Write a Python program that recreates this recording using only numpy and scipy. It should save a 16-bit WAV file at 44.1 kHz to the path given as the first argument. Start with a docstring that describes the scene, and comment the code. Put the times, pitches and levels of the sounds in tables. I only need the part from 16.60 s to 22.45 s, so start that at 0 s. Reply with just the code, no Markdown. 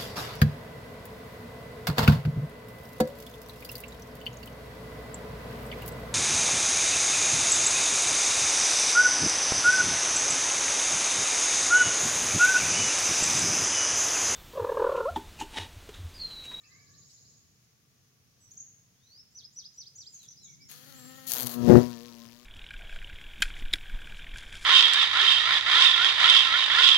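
"""A quiet garden with songbirds and a far low rumble; close up, two bees rummage in a large blossom.
A honeybee lifts off and hovers with a thin buzz. A carpenter bee rattles its wings against the petal,
takes off, brushes past the left microphone port, whose air it stirs, then drones on nearby.
Its wingbeat sets the pitch; its distance sets hum, swish, wash and how far left the tone sits."""
import sys
import numpy as np
from scipy import signal
from scipy.fft import rfft, irfft, next_fast_len
from scipy.io import wavfile
from scipy.ndimage import uniform_filter1d, map_coordinates

SR = 44100
rng = np.random.default_rng(int(sys.argv[2]) if len(sys.argv) > 2 else 0)


def unload_wav(signal):
    """Save mono or channel-first audio to the path in sys.argv[1] as 16-bit WAV at rate SR, clipped to [-1, 1]."""
    wavfile.write(
        sys.argv[1],
        SR,
        np.round(np.clip(np.atleast_2d(signal).T, -1, 1) * 32767).astype(np.int16),
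    )


N = 257975
T = np.arange(N) / SR

# the hardest wing slaps: t/s, relative level/dB
SLAPS = [(4.1137, -22.5), (4.119, -28.5), (4.128, -31), (4.7183, -8.5), (4.7352, -13), (4.8065, -21),
         (4.869, -11.5)]


def wing_turns():
    """The carpenter bee's wingbeats, counted from its hardest slap."""
    # wingbeat, straining at take-off and then cruising: t/s, f/Hz
    wingbeat = [(4.73, 120.4), (4.79, 129), (4.85, 122.1), (4.92, 119.2), (5.19, 120.4), (5.28, 120.9),
                (5.384, 116.3), (5.452, 119.6), (5.652, 115.3), (5.77, 120.2), (5.85, 120.6)]
    turns = np.cumsum(curves(wingbeat)[0] * (1 + 0.0037 * wobble(40))) / SR
    return turns - np.interp(SLAPS[3][0], T, turns)


def distance_cm():
    """From the carpenter bee to the left port, with the corners of its path rounded."""
    # the fly-by: t/s, distance/cm
    flight = [(4.76, 11.3), (4.85, 3.36), (4.88, 5.5), (4.925, 7.6), (4.96, 3.3), (5.05, 2.08),
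              (5.09, 1.027), (5.18, 1.11), (5.24, 2.31), (5.42, 7.3), (5.64, 9.5), (5.85, 16)]
    return np.maximum(uniform_filter1d(curves(flight)[0], size=900), .5)


def carried(level_db, fall_db):
    """Gain of a carpenter bee sound: level_db at 1 cm, fall_db less for each tenfold distance."""
    return amp(level_db - fall_db * np.log10(distance_cm()))


def carpenter_bee(turns):
    """A deep hum at twice the wingbeat, its buzzing overtones, and a swish at every wing flip."""
    # buzz: multiple of the wingbeat, relative level/dB
    orders = [(1, 4.5), (3, 4), (4, 1.5), (5, 0.5), (6, -5), (7, -14.5), (8, -3), (9, -2.5), (10, -6),
              (11, -9), (12, -11), (13, -16), (14, -26), (15, -10.5), (16, -13)]
    # air off the wings: f/Hz, noise density/dB
    swish_eq = [(530, -6.5), (900, -32), (944, -8), (1120, -9), (1200, -24), (1620, -10.5), (4640, -5.5),
                (6570, -8.5), (8250, -19.5), (13300, -14), (15800, -17.5)]
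    cm = distance_cm()
    port_gap_cm = 14  # the right port is this much farther away
    side_db = 38 * np.log10(1 + port_gap_cm / cm)
    closeness = np.clip((4.7 - cm) / 3.5, 0, 1)
    hum = carried(-20, fall_db=35) * unit(np.sin(2 * np.pi * 2 * turns))
    buzz = partials(turns + 0.011 * wobble(70), orders, flutter_db=4, spread=0.41)
    buzz *= carried(-30, fall_db=29.5)
    # close to the port the low partials swell more than the high ones
    buzz -= 0.53 * closeness * filtered(buzz, lambda hz: along([(600, 0.14), (950, 1)], hz))
    hum *= amp(0.81 * wobble(11))
    tone = fade_in(4.68, 0.015) * (hum * pan(side_db + 8.5) + buzz * pan(side_db - 3))
    flips = strokes(turns - .1, sharpness=13, between=.22, scatter_db=1.3)
    # near the wings the stirred air also hisses between the flips
    gate = unit(flips + 0.54 * closeness) / (1 + 0.35 * closeness)
    # each flip also starts with a crisp tick, alike from beat to beat
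    beat = np.floor(turns - .13)
    ticks = unit(equalised(np.diff(beat, prepend=beat[0]), swish_eq))
    air = gate * noise(swish_eq, channels=2) + amp(-11) * ticks * amp(2 * wobble(60))
    swish = carried(-44, fall_db=13.5) * fade_in(4.94, 0.12) * air
    return tone + swish * pan(21.2)


def wing_wash(turns):
    """Within centimetres of the left port, each stroke throws a puff of air and eddies at it."""
    # tone colour of a puff: f/Hz, partial level/dB
    puff_eq = [(120, 2.5), (240, -7), (360, 4), (480, -2.5), (600, -5.5), (850, -17.5), (1300, -60),
               (2400, -42)]
    # swirling air: f/Hz, noise density/dB
    eddy_eq = [(20, -45), (40, -34), (60, -7), (140, 9.5), (200, 3), (320, 1), (500, -2.5), (900, -23),
               (1800, -23.5), (2600, -38.5), (6000, -60)]
    orders = [(k, along(puff_eq, 120 * k)) for k in range(1, 20)]
    puffs = partials(turns + 0.02 * wobble(90), orders, flutter_db=1, spread=0)
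    puffs *= amp(3 * wobble(110))  # the puffs arrive unevenly
    eddies = noise(eddy_eq)[0] * strokes(turns, sharpness=1.66, between=0.65, scatter_db=2.5)
    wash = carried(-12, fall_db=68) * fade_in(4.78, 0.027) * (amp(-3.5) * puffs + amp(-5) * eddies)
    return equalised(wash, [(38, -13), (55, 0)]) * pan(41.5)  # the port passes little deep bass


def petal_rattle(turns):
    """At take-off the wings hit or brush the petal once a beat; a few slaps stand out."""
    # wings touching the petal: t/s, length/s, relative level/dB, share of clean strikes 0-1
    contacts = [(4.665, 0.028, -34, 0.34), (4.70, 0.13, -32, 0.9), (4.858, 0.013, -35, 0.11),
                (4.889, 0.053, -38.5, 0.29)]
    # wing strikes: f/Hz, noise density/dB
    strike_eq = [(500, -18), (1500, -21), (2300, -12.5), (4400, -6.5), (6500, -10.5), (8700, -9),
                 (11000, -1), (13000, 0.5), (15800, -2.5)]
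    # the shaken petal's rustle: f/Hz, noise density/dB
    rustle_eq = [(150, -11), (400, -1), (700, 1), (1100, -4), (1800, -4), (2600, -12), (4200, -3),
                 (6000, -22)]
    hits = strokes(turns, sharpness=7, between=.16, scatter_db=1.5)
    brushing = strokes(turns, sharpness=1.7, between=1, scatter_db=6) * unit(amp(4.2 * wobble(700)))
    shaking, force = np.zeros(N), np.zeros(N)
    for start, length, db, striking in contacts:
        touch = amp(db) * held(start, length, attack=0.0062, release=0.019)
        shaking += touch
        force += touch * (striking * hits + (1 - striking) * brushing)
    slaps = np.zeros(N)
    for start, db in SLAPS:
        age = T - start - .001
        tick = amp(-60 * np.abs(age) / .004)
        papery_tail = amp(-12 - 60 * np.abs(age) / .016)
        slaps += amp(db - 11.5) * (tick + papery_tail) * (age > 0)
    rustle = amp(-11.5) * shaking * fade_in(4.68, 0.085) * noise(rustle_eq, channels=2)
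    rattle = cupped((amp(-1.5) * force + slaps) * noise(strike_eq, channels=2))
    return (rattle + rustle) * pan(12.2)


def honeybee():
    """A higher, thinner buzz that grows and steadies as the bee climbs; hiss pulses with the wings."""
    # wingbeat: t/s, f/Hz
    wingbeat = [(4.1, 243.5), (4.234, 255), (4.252, 246.2), (4.27, 266), (4.4, 264.5), (4.426, 252.3),
                (4.492, 260.0), (4.676, 264.5), (4.75, 236.9)]
    # buzz: multiple of the wingbeat, relative level/dB
    orders = [(2, 4), (3, -0.5), (4, -5), (5, 2), (6, -13), (7, 2.5), (8, -7.5), (9, -12), (10, -14),
              (11, -4), (12, -4), (13, -13), (14, -7), (16, -15), (17, -25)]
    # air off the wings: f/Hz, noise density/dB
    hiss_eq = [(500, -15), (1500, 4.5), (2300, 1), (3000, 2), (4400, 4), (6500, -2.5), (8000, -7),
               (9500, -4), (11300, 3), (13000, -2), (15800, 0)]
    # where the hiss sits: f/Hz, left over right/dB
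    hiss_side = [(1000, -0.5), (2400, 9), (4400, 5.5), (7000, 4), (10000, 46.5)]
    lift_s, hover_s, climb_s, clear_s = 4.088, 0.94, 0.47, 4.33
    flying = held(lift_s, hover_s, attack=0.014, release=0.067)
    low = 1 - fade_in(lift_s, climb_s)  # 1 among the stamens, 0 above them
    turns = np.cumsum(curves(wingbeat)[0] * (1 + (.013 + .035 * low) * wobble(90))) / SR
    shadow_db = 12.5 * (1 - fade_in(clear_s, .025))  # the blossom screens the hum at first
    hum = amp(-57.5 - shadow_db + 2 * wobble(15)) * unit(np.sin(2 * np.pi * turns))
    buzz_gain = amp(-58.5 - 10 * low + 2.43 * wobble(70))
    jitter = (0.0088 + 0.018 * low) * wobble(240)
    buzz = buzz_gain * partials(turns + jitter, orders, flutter_db=1, spread=0.98)
    scuffle = amp(-58.5) * held(lift_s, 0.047, attack=.003, release=0.028)  # wings graze the stamens
    pulse = strokes(turns, sharpness=3.1, between=0.99, scatter_db=3)
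    hiss = (amp(-57) * flying + scuffle) * pulse * noise(hiss_eq, channels=2)
    hiss = filtered(hiss, lambda hz: pan(along(hiss_side, hz)))
    return flying * (hum * pan(29) + buzz * pan(24)) + cupped(hiss)


def rummaging():
    """Faint crackle as the bees push through the loose stamens."""
    # legs among the stamens: t/s, half length/s, relative level/dB
    pushes = [(0.516, 0.046, -70.5), (1.038, 0.014, -74), (1.317, 0.042, -80), (1.928, 0.026, -66.5),
              (3.3, 0.095, -78), (3.566, 0.047, -68), (3.633, 0.032, -64.5), (3.944, 0.4, -76)]
    effort = sum(amp(db) * swell(s, half) for s, half, db in pushes)
    grains = unit(amp(6.1 * wobble(360)))
    scrape = noise([(1000, -13), (3000, -4.5), (9000, -5.5), (15800, -9.5)], channels=2)
    return cupped(effort * grains * scrape) * pan(4.7)


def cupped(x):
    """Sounds made inside the blossom take on its hollow resonances."""
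    # resonances of the cupped petal: f/Hz, width/Hz, boost/dB
    peaks = [(3200, 210, 5.5), (4380, 480, 6.5), (6540, 1220, 10.5), (10550, 2200, 0.5), (13200, 1200, 2.5)]
    boost_db = lambda hz: sum(db / (1 + (2 * (hz - f) / width) ** 2) for f, width, db in peaks)
    return filtered(x, lambda hz: amp(boost_db(hz)))


def birds():
    """Birds chip, glide and swoop; the farther, the more is echo."""
    # a near bird's swoop: t/s from its start, f/Hz, relative level/dB
    swoop = [(0, 5730, -22), (.014, 5870, -3.5), (.028, 6087, -1.5), (.039, 5100, -3.5), (.056, 3900, -14),
             (.073, 3110, -20), (.083, 3406, -15.5), (.096, 4880, -5), (.104, 5046, -1), (.124, 5060, -23)]
    # swoop cues: t/s, relative level/dB
    swoop_cues = [(2.747, -44.5), (2.957, -43), (3.172, -44), (3.373, -44.5)]
    # gliding calls by name: length/s, start f/Hz, middle f/Hz, end f/Hz,
    # loudest point as a share of the length, ends under the peak/dB, farness (capped at 1)
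    calls = { "slur": (.16, 1950, 2170, 2300, 0.21, 10.5, 0.68),
             "blip": (0.0385, 2200, 2600, 2500, 0.43, 4.6, 1.2),
             "mew": (0.076, 2200, 2250, 2000, 0.39, 9.3, 0.65),
             "chip": (0.0164, 5700, 6600, 6600, 0.52, 11.4, 0.55),
             "rise": (.29, 3060, 4050, 5600, 1.1, 37, 0.18),
             "lisp": (.045, 5800, 7400, 7850, 0.29, 13.4, 0.67),
             "fall": (.055, 7400, 6500, 5900, 0.43, 13.3, 0.865),
             "flick": (.02, 4900, 5950, 5200, 0.43, 20, .15),
             "drop": (0.026, 6800, 5900, 4400, 0.27, 17, .15),
             "sigh": (.09, 4200, 3950, 3300, 0.51, 8.2, 0.45),
             "thin": (.16, 6100, 5970, 5900, 0.16, 6.5, .9),
             "seep": (0.048, 7850, 7700, 7450, 0.23, 14, .6),
             "lift": (.16, 3900, 5400, 6400, 0.67, 8.8, 1.1),
             "hook": (.06, 4700, 5400, 5500, 0.27, 6.9, 0.66),
             "whistle": (.23, 7580, 7350, 6750, 0.072, 4.8, 0.22), }
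    # call cues: t/s, call name, relative level/dB
    call_cues = [(.03, "blip", -61.5), (.085, "slur", -60), (0.389, "lift", -64), (.48, "seep", -66),
                 (1.8, "seep", -60.5), (1.8, "thin", -62.5), (1.908, "chip", -44), (1.968, "chip", -38.5),
                 (1.996, "chip", -36.5), (2.016, "chip", -42), (2.064, "chip", -51), (2.335, "rise", -49.5),
                 (2.421, "thin", -66.5), (2.70, "lisp", -67), (2.915, "lisp", -59), (3.13, "lisp", -60),
                 (3.345, "lisp", -51), (3.353, "chip", -42.5), (3.399, "whistle", -65), (3.52, "fall", -44),
                 (3.574, "sigh", -55.5), (3.679, "flick", -42.5), (3.705, "drop", -47),
                 (3.76, "hook", -52.5), (3.795, "sigh", -55.5), (3.822, "fall", -46), (3.843, "chip", -47),
                 (3.87, "mew", -64.5), (3.893, "flick", -48), (3.924, "drop", -49.5), (3.99, "mew", -63.5),
                 (4.003, "hook", -53), (4.073, "fall", -50.5), (4.335, "lisp", -51.5),
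                 (4.375, "whistle", -56)]
    rasp_near, rasp_far = 0.0024, .02
    near = sum(amp(db) * whistled(swoop, start, rasp_near) for start, db in swoop_cues)
    far = np.zeros(N)
    for start, name, db in call_cues:
        *shape, farness = calls[name]
        farness = np.clip(farness, 0, 1)
        note = amp(db) * whistled(glide(*shape), start, rasp_near + rasp_far * farness ** 2)
        near += (1 - farness) * note
        far += farness * note
    # off a few near trunks the song returns as distinct weak copies
    delays_s = rng.uniform(0.0031, 0.036, (3, 2, 1))
    copies = lambda hz: sum(np.exp(-2j * np.pi * hz * delay) for delay in delays_s)
    close = amp(-4.5) * near + filtered(amp(-13.5) * near, copies)
    distant = amp(-9) * far + trees(far, t60=.25)
    early = trees(amp(-3) * near, t60=0.075)
    late = trees(amp(-9.5) * near + amp(-6) * far, t60=0.79)
    return close + amp(-2.5) * distant + early + late


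def trill():
    """A far bird repeats one upsweep evenly, growing to a peak and dropping off, blurred by trees."""
    # one upsweep: t/s from its start, f/Hz, relative level/dB
    upsweep = [(0, 3670, -7.5), (.014, 4760, -1), (.031, 5740, -3), (.04, 6300, -8), (.048, 6660, 4),
               (.068, 7600, -14)]
    period_s, peak_s, rise_db_per_s, fall_db_per_s = .0768, 0.6, 6.5, 33
    starts = -.05 + period_s * np.arange(11)
    level_db = lambda s: -57 - max(rise_db_per_s * (peak_s - s), fall_db_per_s * (s - peak_s))
    song = sum(amp(level_db(s)) * whistled(upsweep, s, rasp=0.011) for s in starts)
    return amp(-12) * song + trees(amp(-3) * song, t60=.24) + trees(amp(-3) * song, t60=1.4)


def glide(length, start_hz, middle_hz, end_hz, loudest, depth_db):
    """Rows of t/s, f/Hz, level/dB for a call that bends in one arc while it swells and fades."""
    progress = np.linspace(0, 1, 17)
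    hz = np.polyval(np.polyfit([0, .5, 1], [start_hz, middle_hz, end_hz], 2), progress)
    db = -depth_db * np.interp(progress, [0, np.clip(loudest, .05, .95), 1], [1, 0, 1])
    return np.transpose([length * progress, hz, db])


def whistled(rows, start, rasp):
    """A bird note along rows of t/s, f/Hz, level/dB; rasp is its tremble as a share of the pitch."""
    t = np.arange(SR // 3) / SR
    # each note comes at a slightly new pitch and weight
    shape = np.array(rows) * [1, 1 + .005 * rng.standard_normal(), 1]
    shape[:, 2] += 2.1 * rng.standard_normal(len(shape))
    hz, db = curves(shape, t)
    hz *= 1 + rasp * signal.resample(rng.standard_normal(100), len(t))
    edge = np.clip(np.minimum(t, shape[-1, 0] - t) / 0.0012, 0, 1)
    note = np.sqrt(2) * edge * amp(db) * np.sin(2 * np.pi * np.cumsum(hz) / SR)
    return np.pad(note, (SR + round(start * SR), N))[SR:SR + N]


def trees(x, t60):
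    """Scattered echoes from trunks and leaves, different at each port."""
    t = np.arange(SR) / SR
    tail = rng.standard_normal((2, SR)) * amp(-60 * t / t60) * (1 - np.exp(-t / 0.0008))
    return signal.fftconvolve(x[None], tail / np.linalg.norm(tail[0]), axes=1)[:, :N]


def far_whine():
    """A faint whine whose second and third partials carry, brighter and less steady while loud."""
    # whine cues: t/s, length/s, relative level/dB
    cues = [(0, 0.364, -62.5), (0.422, 1.4, -74)]
    pitch_hz = 575.7
    gain = sum(amp(db) * held(s, length, attack=0.012, release=.04) for s, length, db in cues)
    loud = gain / gain.max()
    phase = 2 * np.pi * np.cumsum(pitch_hz * (1 + (.018 + .03 * loud) * wobble(60))) / SR
    tone = np.sin(2 * phase) + amp(-1) * loud * np.sin(3 * phase)
    return trees(amp(-8) * gain * tone, t60=0.32)


def garden():
    """The bed: far rumble, a low drone that joins it, distant birds, a thin whine and even hiss."""
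    # far rumble: f/Hz, noise density/dB
    rumble_eq = [(15, -45), (25, -29), (59, -13), (98, -3), (123, 0), (401, -23.5), (448, -17), (576, -30),
                 (700, -24.5), (910, -41), (1540, -120)]
    # its swells: t/s, half length/s, boost/dB
    swells = [(0.271, 0.19, 7.5), (.8, .25, 3), (1.952, 0.23, 3.5)]
    # blur of distant birds: f/Hz, noise density/dB
    chorus_eq = [(3000, -16.5), (4200, -7), (5800, -1), (6700, -1.5), (7700, -22), (9000, -41)]
    # faint hiss: f/Hz, noise density/dB
    hiss_eq = [(300, 5), (700, -0.5), (2000, 2.5), (3500, 1), (7000, -11), (8200, -5), (10000, -3),
               (15800, -2)]
    rumble_db = -71 + sum(db * swell(s, half) for s, half, db in swells) + wobble(7.06)
    rumble = amp(rumble_db) * (0.5 * noise(rumble_eq, channels=2) + noise(rumble_eq))
    drone_eq = [(60, -36), (128, -13.5), (150, -4.5), (178, -14.5), (400, -28.5), (1000, -86)]
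    drone = amp(-60) * held(3.44, 1.78, attack=0.82, release=0.22) * noise(drone_eq, channels=2)
    chorus = amp(-72 + wobble(8.2)) * noise(chorus_eq, channels=2)
    return rumble + drone + chorus + far_whine() + amp(-71) * noise(hiss_eq, channels=2) * pan(2.1)


def partials(turns, orders, flutter_db, spread):
    """Wingbeat multiples, wavering as the insect turns; with no phase spread, one pulse a beat."""
    return unit(sum(
        amp(db + flutter_db * wobble(16)) * np.sin(2 * np.pi * (k * turns + spread * rng.random()))
        for k, db in orders))


def strokes(turns, sharpness, between, scatter_db):
    """A gate of rms 1 that swells and dies once a wingbeat, each time by another amount."""
    sizes = amp(scatter_db * rng.standard_normal(4096))[np.floor(turns).astype(int) % 4096]
    age = 2 * sharpness * (turns % 1)
    return unit(sizes * age * np.exp(1 - age) + between)


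def amp(db):
    """Decibels to gain."""
    return 10 ** (np.asarray(db) / 20)


def unit(x):
    """Scaled to rms 1."""
    return x / np.sqrt(np.mean(x ** 2) + 1e-20)


def along(points, hz):
    """Points of f/Hz, value, read on a log frequency axis."""
    f, values = np.transpose(points)
    return np.interp(np.log(hz + 1), np.log(f + 1), values)


def curves(rows, t=T):
    """One value per sample for each column after the time."""
    times, *columns = np.transpose(rows)
    return [np.interp(t, times, column) for column in columns]


def fade_in(start, length):
    """A ramp from silence to full level."""
    return np.clip((T - start) / length, 0, 1)


def held(start, length, attack, release):
    """An envelope that rises, holds and dies away; times in seconds."""
    return fade_in(start, attack) * np.exp(-np.maximum(T - start - length, 0) / release)


def swell(centre, half):
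    """A bell-shaped envelope."""
    return np.exp(-((T - centre) / half) ** 2)


def wobble(rate):
    """A smooth random curve, rate knots a second."""
    return map_coordinates(rng.standard_normal(int(N * rate / SR) + 4), [T * rate])


def filtered(x, response):
    """x shaped by a response of frequency."""
    size = next_fast_len(N + 8192)
    return irfft(rfft(x, size) * response(np.fft.rfftfreq(size, 1 / SR)), size)[..., :N]


def equalised(x, eq):
    """x through an EQ curve of f/Hz, gain/dB."""
    return filtered(x, lambda hz: amp(along(eq, hz)))


def noise(eq, channels=1):
    """Coloured noise of rms 1, unrelated between channels."""
    return unit(equalised(rng.standard_normal((channels, N)), eq))


def pan(side_db):
    """Left and right gains whose mean is 1; positive is left."""
    ratio = np.atleast_1d(amp(side_db))
    return 2 * np.array([ratio, np.ones_like(ratio)]) / (1 + ratio)


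def scene():
    """Both bees in front of the garden."""
    turns = wing_turns()
    big_bee = carpenter_bee(turns) + wing_wash(turns) + petal_rattle(turns)
    return big_bee + honeybee() + rummaging() + trill() + birds() + garden()


def record(dry):
    """The loudest puffs are softly clipped; the top is cut at 15.9 kHz."""
    clipped = dry / (1 + np.abs(dry) ** 6) ** (1 / 6)
    return filtered(clipped, lambda hz: hz < 15900)


dry = scene()
out = record(dry)
unload_wav(out)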